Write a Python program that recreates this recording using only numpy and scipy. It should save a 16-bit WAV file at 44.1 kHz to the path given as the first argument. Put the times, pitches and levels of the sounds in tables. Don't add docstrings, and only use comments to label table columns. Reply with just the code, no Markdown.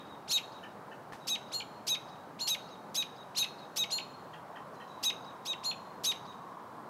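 import sys
import numpy as np
from scipy import signal
from scipy.fft import rfft, irfft
from scipy.io import wavfile
from scipy.ndimage import uniform_filter1d

SR = 44100
rng = np.random.default_rng(int(sys.argv[2]) if len(sys.argv) > 2 else 0)


def transcribe(u):
    v = np.clip(np.atleast_2d(u).T, -1, 1)
    q = np.round(v * 32767).astype(np.int16)
    wavfile.write(sys.argv[1], SR, q)


N = 303849

# (frequency [Hz], relative density [dB])
WASH_SPECTRUM = [(22, -38), (42, -27), (65, -18), (120, -2), (190, 1), (350, -2.5), (850, 1.5), (1150, -2),
                 (1550, -8.5), (2050, -17), (2600, -23), (4000, -25), (7000, -32), (15500, -36)]
# (centre [Hz], width [Hz], level [dB])
DRONE_BANDS = [(158, 38, -73), (203.8, 9.1, -71.5), (860, 220, -68.5)]
# (time [s], level [dB])
TYRE_LEVELS = [(0, -70), (2.5, -70), (4.3, -58), (4.9, -54), (5.8, -54.5), (6.403, -52.5), (6.89, -55)]
# (time [s], level [dB])
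FINGER_TICKS = [(1.123, -32.5), (1.133, -31), (1.153, -40)]
# (frequency [Hz], relative level [dB], decay time T60 [s])
BODY_MODES = [(1120, 8, 0.0084), (1760, 1, 0.019), (2500, -18, .007), (4200, -10, .005)]
# (delay [s], gain [dB])
ROOF_REFLECTIONS = [(.0032, -23), (.0068, -23), (.0115, -23)]
MATE_REFLECTIONS = [(.0045, -17), (.018, -8), (.026, -17)]
# (frequency [Hz], relative density [dB])
RASP_SPECTRUM = [(1200, -14), (2500, -1.5), (4700, 11.5), (7000, 5), (9500, -7), (12500, 2.5), (15500, -14)]
# (difference [dB], 2 x lower [dB], 3 x lower [dB],
# sum [dB], 2 x upper [dB], upper + difference [dB], lower + sum [dB])
CLUCK_PARTIALS = (-28, -32, -37, -42, -26, -30, -28)
MATE_PARTIALS = (-24.5, -26.5, -32, -9.5, -25, -51, -30)
ROOF_PARTIALS = (-21.5, -22, -17.5, -15, -16, -24.5, -20)
MATE_GESTURE = dict( stop_s=.084, low_pitch=dict(top_hz=4258, rise_s=.033, sag_hz=34.6, sag_s=0.038),
                high_pitch=dict(top_hz=7130, rise_s=.033, sag_hz=136, sag_s=0.0284),
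                low_level=dict(peak_db=2, attack_s=0.037, swell_db=20, fade_db=8.5, fade_s=0.029, bite_db=-8.5, snap_db=10),
                high_level=dict(peak_db=-8.5, attack_s=0.033, swell_db=8, fade_db=10.5, fade_s=0.039, bite_db=0.5, snap_db=1),
                rasp_level=dict(peak_db=-13.5, attack_s=0.033, swell_db=44, fade_db=27, fade_s=0.013, bite_db=4, snap_db=16))
ROOF_GESTURE = dict( stop_s=.079, low_pitch=dict(top_hz=3935, rise_s=.037, sag_hz=182.7, sag_s=0.0163),
                high_pitch=dict(top_hz=6437, rise_s=.033, sag_hz=368, sag_s=.047),
                low_level=dict(peak_db=-3.5, attack_s=0.056, swell_db=31, fade_db=10.5, fade_s=0.031, bite_db=2, snap_db=0.5),
                high_level=dict(peak_db=-13, attack_s=0.034, swell_db=17.5, fade_db=15.5, fade_s=0.031, bite_db=8.5, snap_db=8),
                rasp_level=dict(peak_db=-12.5, attack_s=0.016, swell_db=-5, fade_db=24, fade_s=0.021, bite_db=-3, snap_db=22.5))
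# (time [s], gain [dB], detuning [cents], length [ratio], brightness [dB])
FAR_CALLS = [(1.175, -59.5, 5, 0.97, -5), (4.725, -68, 88, 0.94, 4.5), (4.865, -59.5, 17, 0.71, -3.5)]
CLUCK_CALLS = [(.626, -59.5, -42, 0.83, -1), (.907, -59, -38, 1.04, -8), (4.328, -60, 55, 0.77, -1),
               (4.551, -60.5, 32, 0.84, -2.5), (4.796, -62, 38, 0.93, -2)]
MATE_CALLS = [(.272, -38.5, 8.5, 1.13, 2), (1.512, -37.5, 3, 1.05, 0.5), (2.385, -36.5, 10, 1.04, -0.5),
              (3.343, -36, -11, 0.97, -3), (3.897, -34.5, 1, 1, 2), (5.628, -37, -9, .97, 1)]
ROOF_CALLS = [(-.150, -29, -10.5, 1.15, -4), (.302, -25.5, 4, 0.98, 2.5), (1.268, -27, -1.5, 1.07, 1.5),
              (1.866, -26.5, -1.5, 1.033, 3.5), (2.468, -26.5, 0, 0.98, 4), (2.942, -27.5, 2, 1.03, 3.5),
              (3.367, -27, -3.5, 0.96, 4.5), (3.758, -26.5, -3.5, 1, 2.5), (5.026, -25, -1.5, 0.93, 2.5),
              (5.449, -29.5, -9.5, 1.04, -1.5), (6.034, -25.5, 0, 1.03, 4)]

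FLICK_S, DROP_S, RELEASE_S = .0019, .00553, .019


def gain_of(db):
    return 10 ** (np.asarray(db) / 20)


def unit_rms(x):
    return x / np.sqrt(np.mean(x ** 2) + 1e-20)


def add(mix, start_s, sound):
    at = round(start_s * SR)
    sound = sound[max(-at, 0):]
    part = mix[max(at, 0):][:len(sound)]
    part += sound[:len(part)]


def noise(length, shape):
    white = rfft(rng.standard_normal(length))
    return unit_rms(irfft(white * shape(np.fft.rfftfreq(length, 1 / SR)), length))


def spectrum_gain(points, hz):
    point_hz, db = np.transpose(points)
    return gain_of(np.interp(np.log(hz + 1), np.log(point_hz + 1), db))


def bell(hz, centre_hz, octaves):
    return np.exp(-.5 * (np.log2((hz + 1) / centre_hz) / octaves) ** 2)


def bump(t, centre, width):
    return np.exp(-((t - centre) / width) ** 2)


def settle(t, from_s, over_s):
    return 1 - bump(np.maximum(t, from_s), from_s, over_s)


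def traffic(wash_db=-49, patchy_db=.82, whine_hz=1040, whine_octaves=.15):
    wash = gain_of(wash_db) * noise(N, lambda hz: spectrum_gain(WASH_SPECTRUM, hz))
    for centre, width, level_db in DRONE_BANDS:
        wash += gain_of(level_db) * noise(N, lambda hz: 1 / (1 + (2 * (hz - centre) / width) ** 2))
    whine_db = np.interp(np.arange(N) / SR, *np.transpose(TYRE_LEVELS))
    wash += gain_of(whine_db) * noise(N, lambda hz: bell(hz, whine_hz, whine_octaves))
    spectra = signal.stft(wash, SR, nperseg=1024, noverlap=768)[2]
    patches = uniform_filter1d(rng.standard_normal(spectra.shape), size=8, axis=0)
    patches = unit_rms(uniform_filter1d(patches, size=16, axis=1))
    return signal.istft(spectra * gain_of(patchy_db * patches), SR, nperseg=1024, noverlap=768)[1][:N]


def finger_ticks(rub_db=-23, rub_t60=.2):
    out = np.zeros(N)
    t = np.arange(SR // 8) / SR
    ring = sum(gain_of(db - 60 * t / t60) * np.sin(2 * np.pi * hz * t) for hz, db, t60 in BODY_MODES)
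    for start_s, db in FINGER_TICKS:
        rub = gain_of(rub_db - 60 * t / rub_t60) * noise(len(t), lambda f: bell(f, 1700, 1.44))
        add(out, start_s, gain_of(db) * (ring / abs(ring).max() + rub))
    return out


def yard(reflections, house_db, trees_db, echo_db, echo_s=.208, dull_hz=5200,
         eaves_db=-6, eaves_hz=2600, eaves_octaves=.44, splash_db=-11, splash_hz=12500):
    t = np.arange(round(.8 * SR)) / SR

    def band_energy(tail, width_hz):
        return tail / np.linalg.norm(tail) * np.sqrt(2 * width_hz / SR)

    def scatter(delay, t60, top_hz):
        decay = (t > delay) * gain_of(-60 * abs(t - delay) / t60)
        diffuse = noise(len(t), lambda f: 1 / np.sqrt(1 + (f / top_hz) ** 4))
        return band_energy(diffuse * decay, top_hz)

    path = gain_of(house_db) * scatter(delay=.0029, t60=.29, top_hz=18000)
    path += gain_of(trees_db) * scatter(delay=.045, t60=1, top_hz=dull_hz)
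    slap = np.sinc(2 * dull_hz * (t - echo_s)) * 2 * dull_hz / SR
    path += gain_of(echo_db) * (slap + gain_of(-5) * scatter(echo_s, t60=.18, top_hz=dull_hz))
    eaves = noise(len(t), lambda f: bell(f, eaves_hz, eaves_octaves)) * gain_of(-60 * t / .2)
    path += gain_of(eaves_db) * band_energy(eaves, eaves_hz * eaves_octaves)
    splash = noise(len(t), lambda f: bell(f, splash_hz, 1)) * (t > .01) * gain_of(-60 * t / .072)
    path += gain_of(splash_db) * band_energy(splash, splash_hz / 2)
    path[0] += 1
    for delay, db in reflections:
        path[round(delay * rng.uniform(.96, 1.04) * SR)] += gain_of(db)
    return path


def cluck(length_s=.031, edge_hz=1230, top_hz=1866, voice_ratio=1.661, swell_db=3):
    t = np.arange(0, length_s, 1 / SR)
    arch = np.sin(np.pi * t / length_s)
    low_hz = edge_hz + (top_hz - edge_hz) * arch
    arch_db = -swell_db * (1 - arch) ** 2
    low_db, high_db, rasp_db = arch_db + 7.5, arch_db + 7, arch_db - 10.5
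    return t, low_hz, low_hz * voice_ratio, low_db, high_db, rasp_db, 1 - arch


def glide(t, stop_s, top_hz, rise_s, sag_hz, sag_s, sweep_from=.35, drop_to=.5, flick_share=.066):
    sweep = sweep_from + (1 - sweep_from) * np.sin(np.pi / 2 * np.minimum(t / rise_s, 1))
    sag = sag_hz * settle(t, rise_s, sag_s)
    flick = 1 + flick_share * bump(t, stop_s, FLICK_S)
    drop = drop_to + (1 - drop_to) * np.exp(-np.maximum(t - stop_s, 0) / DROP_S)
    return (top_hz * sweep - sag) * drop * flick


def effort(t, stop_s, peak_db, attack_s, swell_db, fade_db, fade_s, bite_db, snap_db,
           release_db=33.5, accent_s=.0064):
    swell = max(swell_db, 0) * np.maximum(1 - t / attack_s, 0) ** 2
    fade = fade_db * settle(t, attack_s, fade_s)
    release = release_db * (np.maximum(t - stop_s, 0) / RELEASE_S) ** 2
    bite = bite_db * bump(t, .015, accent_s)
    snap = snap_db * bump(t, stop_s + .0083, accent_s)
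    return peak_db - swell - fade - release + bite + snap


def peek(stop_s, low_pitch, high_pitch, low_level, high_level, rasp_level):
    t = np.arange(0, stop_s + RELEASE_S, 1 / SR)
    pitches = [glide(t, stop_s, **rule) for rule in (low_pitch, high_pitch)]
    levels = [effort(t, stop_s, **rule) for rule in (low_level, high_level, rasp_level)]
    closing = settle(t, stop_s - FLICK_S, DROP_S)
    return t, *pitches, *levels, closing


def syrinx(course, partials_db, pitch, length, bright_db, jitter=.0023, rasp_jitter=.043,
           closing_jitter=.097, flutter=.039, top_flutter=.29, top_growth=.4, colour_spread_db=2):
    times, *curves = course
    t = np.arange(0, times[-1] * length, 1 / SR)
    low_hz, high_hz, low_db, high_db, rasp_db, closing = (np.interp(t, times * length, c) for c in curves)

    def tremble(depth):
        return 1 + depth * noise(len(t), lambda f: 1 / (1 + (f / 500) ** 2))

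    unsteady = jitter + rasp_jitter * gain_of(rasp_db) + closing_jitter * closing
    low, high = (2 * np.pi * (np.cumsum(hz * pitch * tremble(unsteady)) / SR + rng.random())
                 for hz in (low_hz, high_hz))
    low_gain = gain_of(low_db) * tremble(flutter)
    high_gain = gain_of(high_db + bright_db) * tremble(flutter)
    colour_db = np.add(partials_db, colour_spread_db * rng.standard_normal(len(partials_db)))
    beat, low_double, low_triple, summed, high_double, high_beat, low_summed = gain_of(colour_db)
    voice = low_gain * (np.sin(low) + beat * np.sin(high - low) + low_double * np.sin(2 * low))
    top = summed * np.sin(low + high) + high_double * np.sin(2 * high)
    top += high_beat * np.sin(2 * high - low) + low_summed * np.sin(2 * low + high)
    top += low_triple * np.sin(3 * low)
    top_gain = gain_of(top_growth * bright_db) * (1 - closing) * tremble(top_flutter)
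    voice += high_gain * (np.sin(high) + top_gain * top)
    puffs = 1 + np.sin(2 * low - high)
    rasp = (1 - closing) * noise(len(t), lambda f: spectrum_gain(RASP_SPECTRUM, f))
    rasp += closing * noise(len(t), lambda f: bell(f, 3400, .57))
    voice += gain_of(rasp_db + bright_db) * unit_rms(puffs * rasp) / np.sqrt(2)
    fades = np.minimum(t / .011, 1) * np.minimum(t[::-1] / .003, 1)
    return np.sqrt(2) * voice * fades


def robin(calls, course, partials_db, reflections, house_db, trees_db, echo_db):
    out = np.zeros(N)
    for start_s, db, cents, length, bright_db in calls:
        call = gain_of(db) * syrinx(course, partials_db, 2 ** (cents / 1200), length, bright_db)
        path = yard(reflections, house_db, trees_db, echo_db)
        add(out, start_s, signal.fftconvolve(call, path))
    return out


def scene():
    roof_peek, mate_peek = peek(**ROOF_GESTURE), peek(**MATE_GESTURE)
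    roof = robin(ROOF_CALLS, roof_peek, ROOF_PARTIALS, ROOF_REFLECTIONS,
                 house_db=-15, trees_db=-22.5, echo_db=-27)
    mate = robin(MATE_CALLS, mate_peek, MATE_PARTIALS, MATE_REFLECTIONS,
                 house_db=-11, trees_db=-18.5, echo_db=-30)
    clucks = robin(CLUCK_CALLS, cluck(), CLUCK_PARTIALS, MATE_REFLECTIONS,
                   house_db=-3, trees_db=-32, echo_db=-26)
    far = robin(FAR_CALLS, roof_peek, ROOF_PARTIALS, MATE_REFLECTIONS,
                house_db=2, trees_db=6.5, echo_db=-18)
    return (roof + mate + clucks + far + traffic() + finger_ticks())[None]


def record(dry, cutoff_hz=15780):
    lowpass = signal.firwin(511, cutoff_hz, window=("kaiser", 9), fs=SR)
    return signal.oaconvolve(dry, lowpass[None], "same")


dry = scene()
out = record(dry)
transcribe(out)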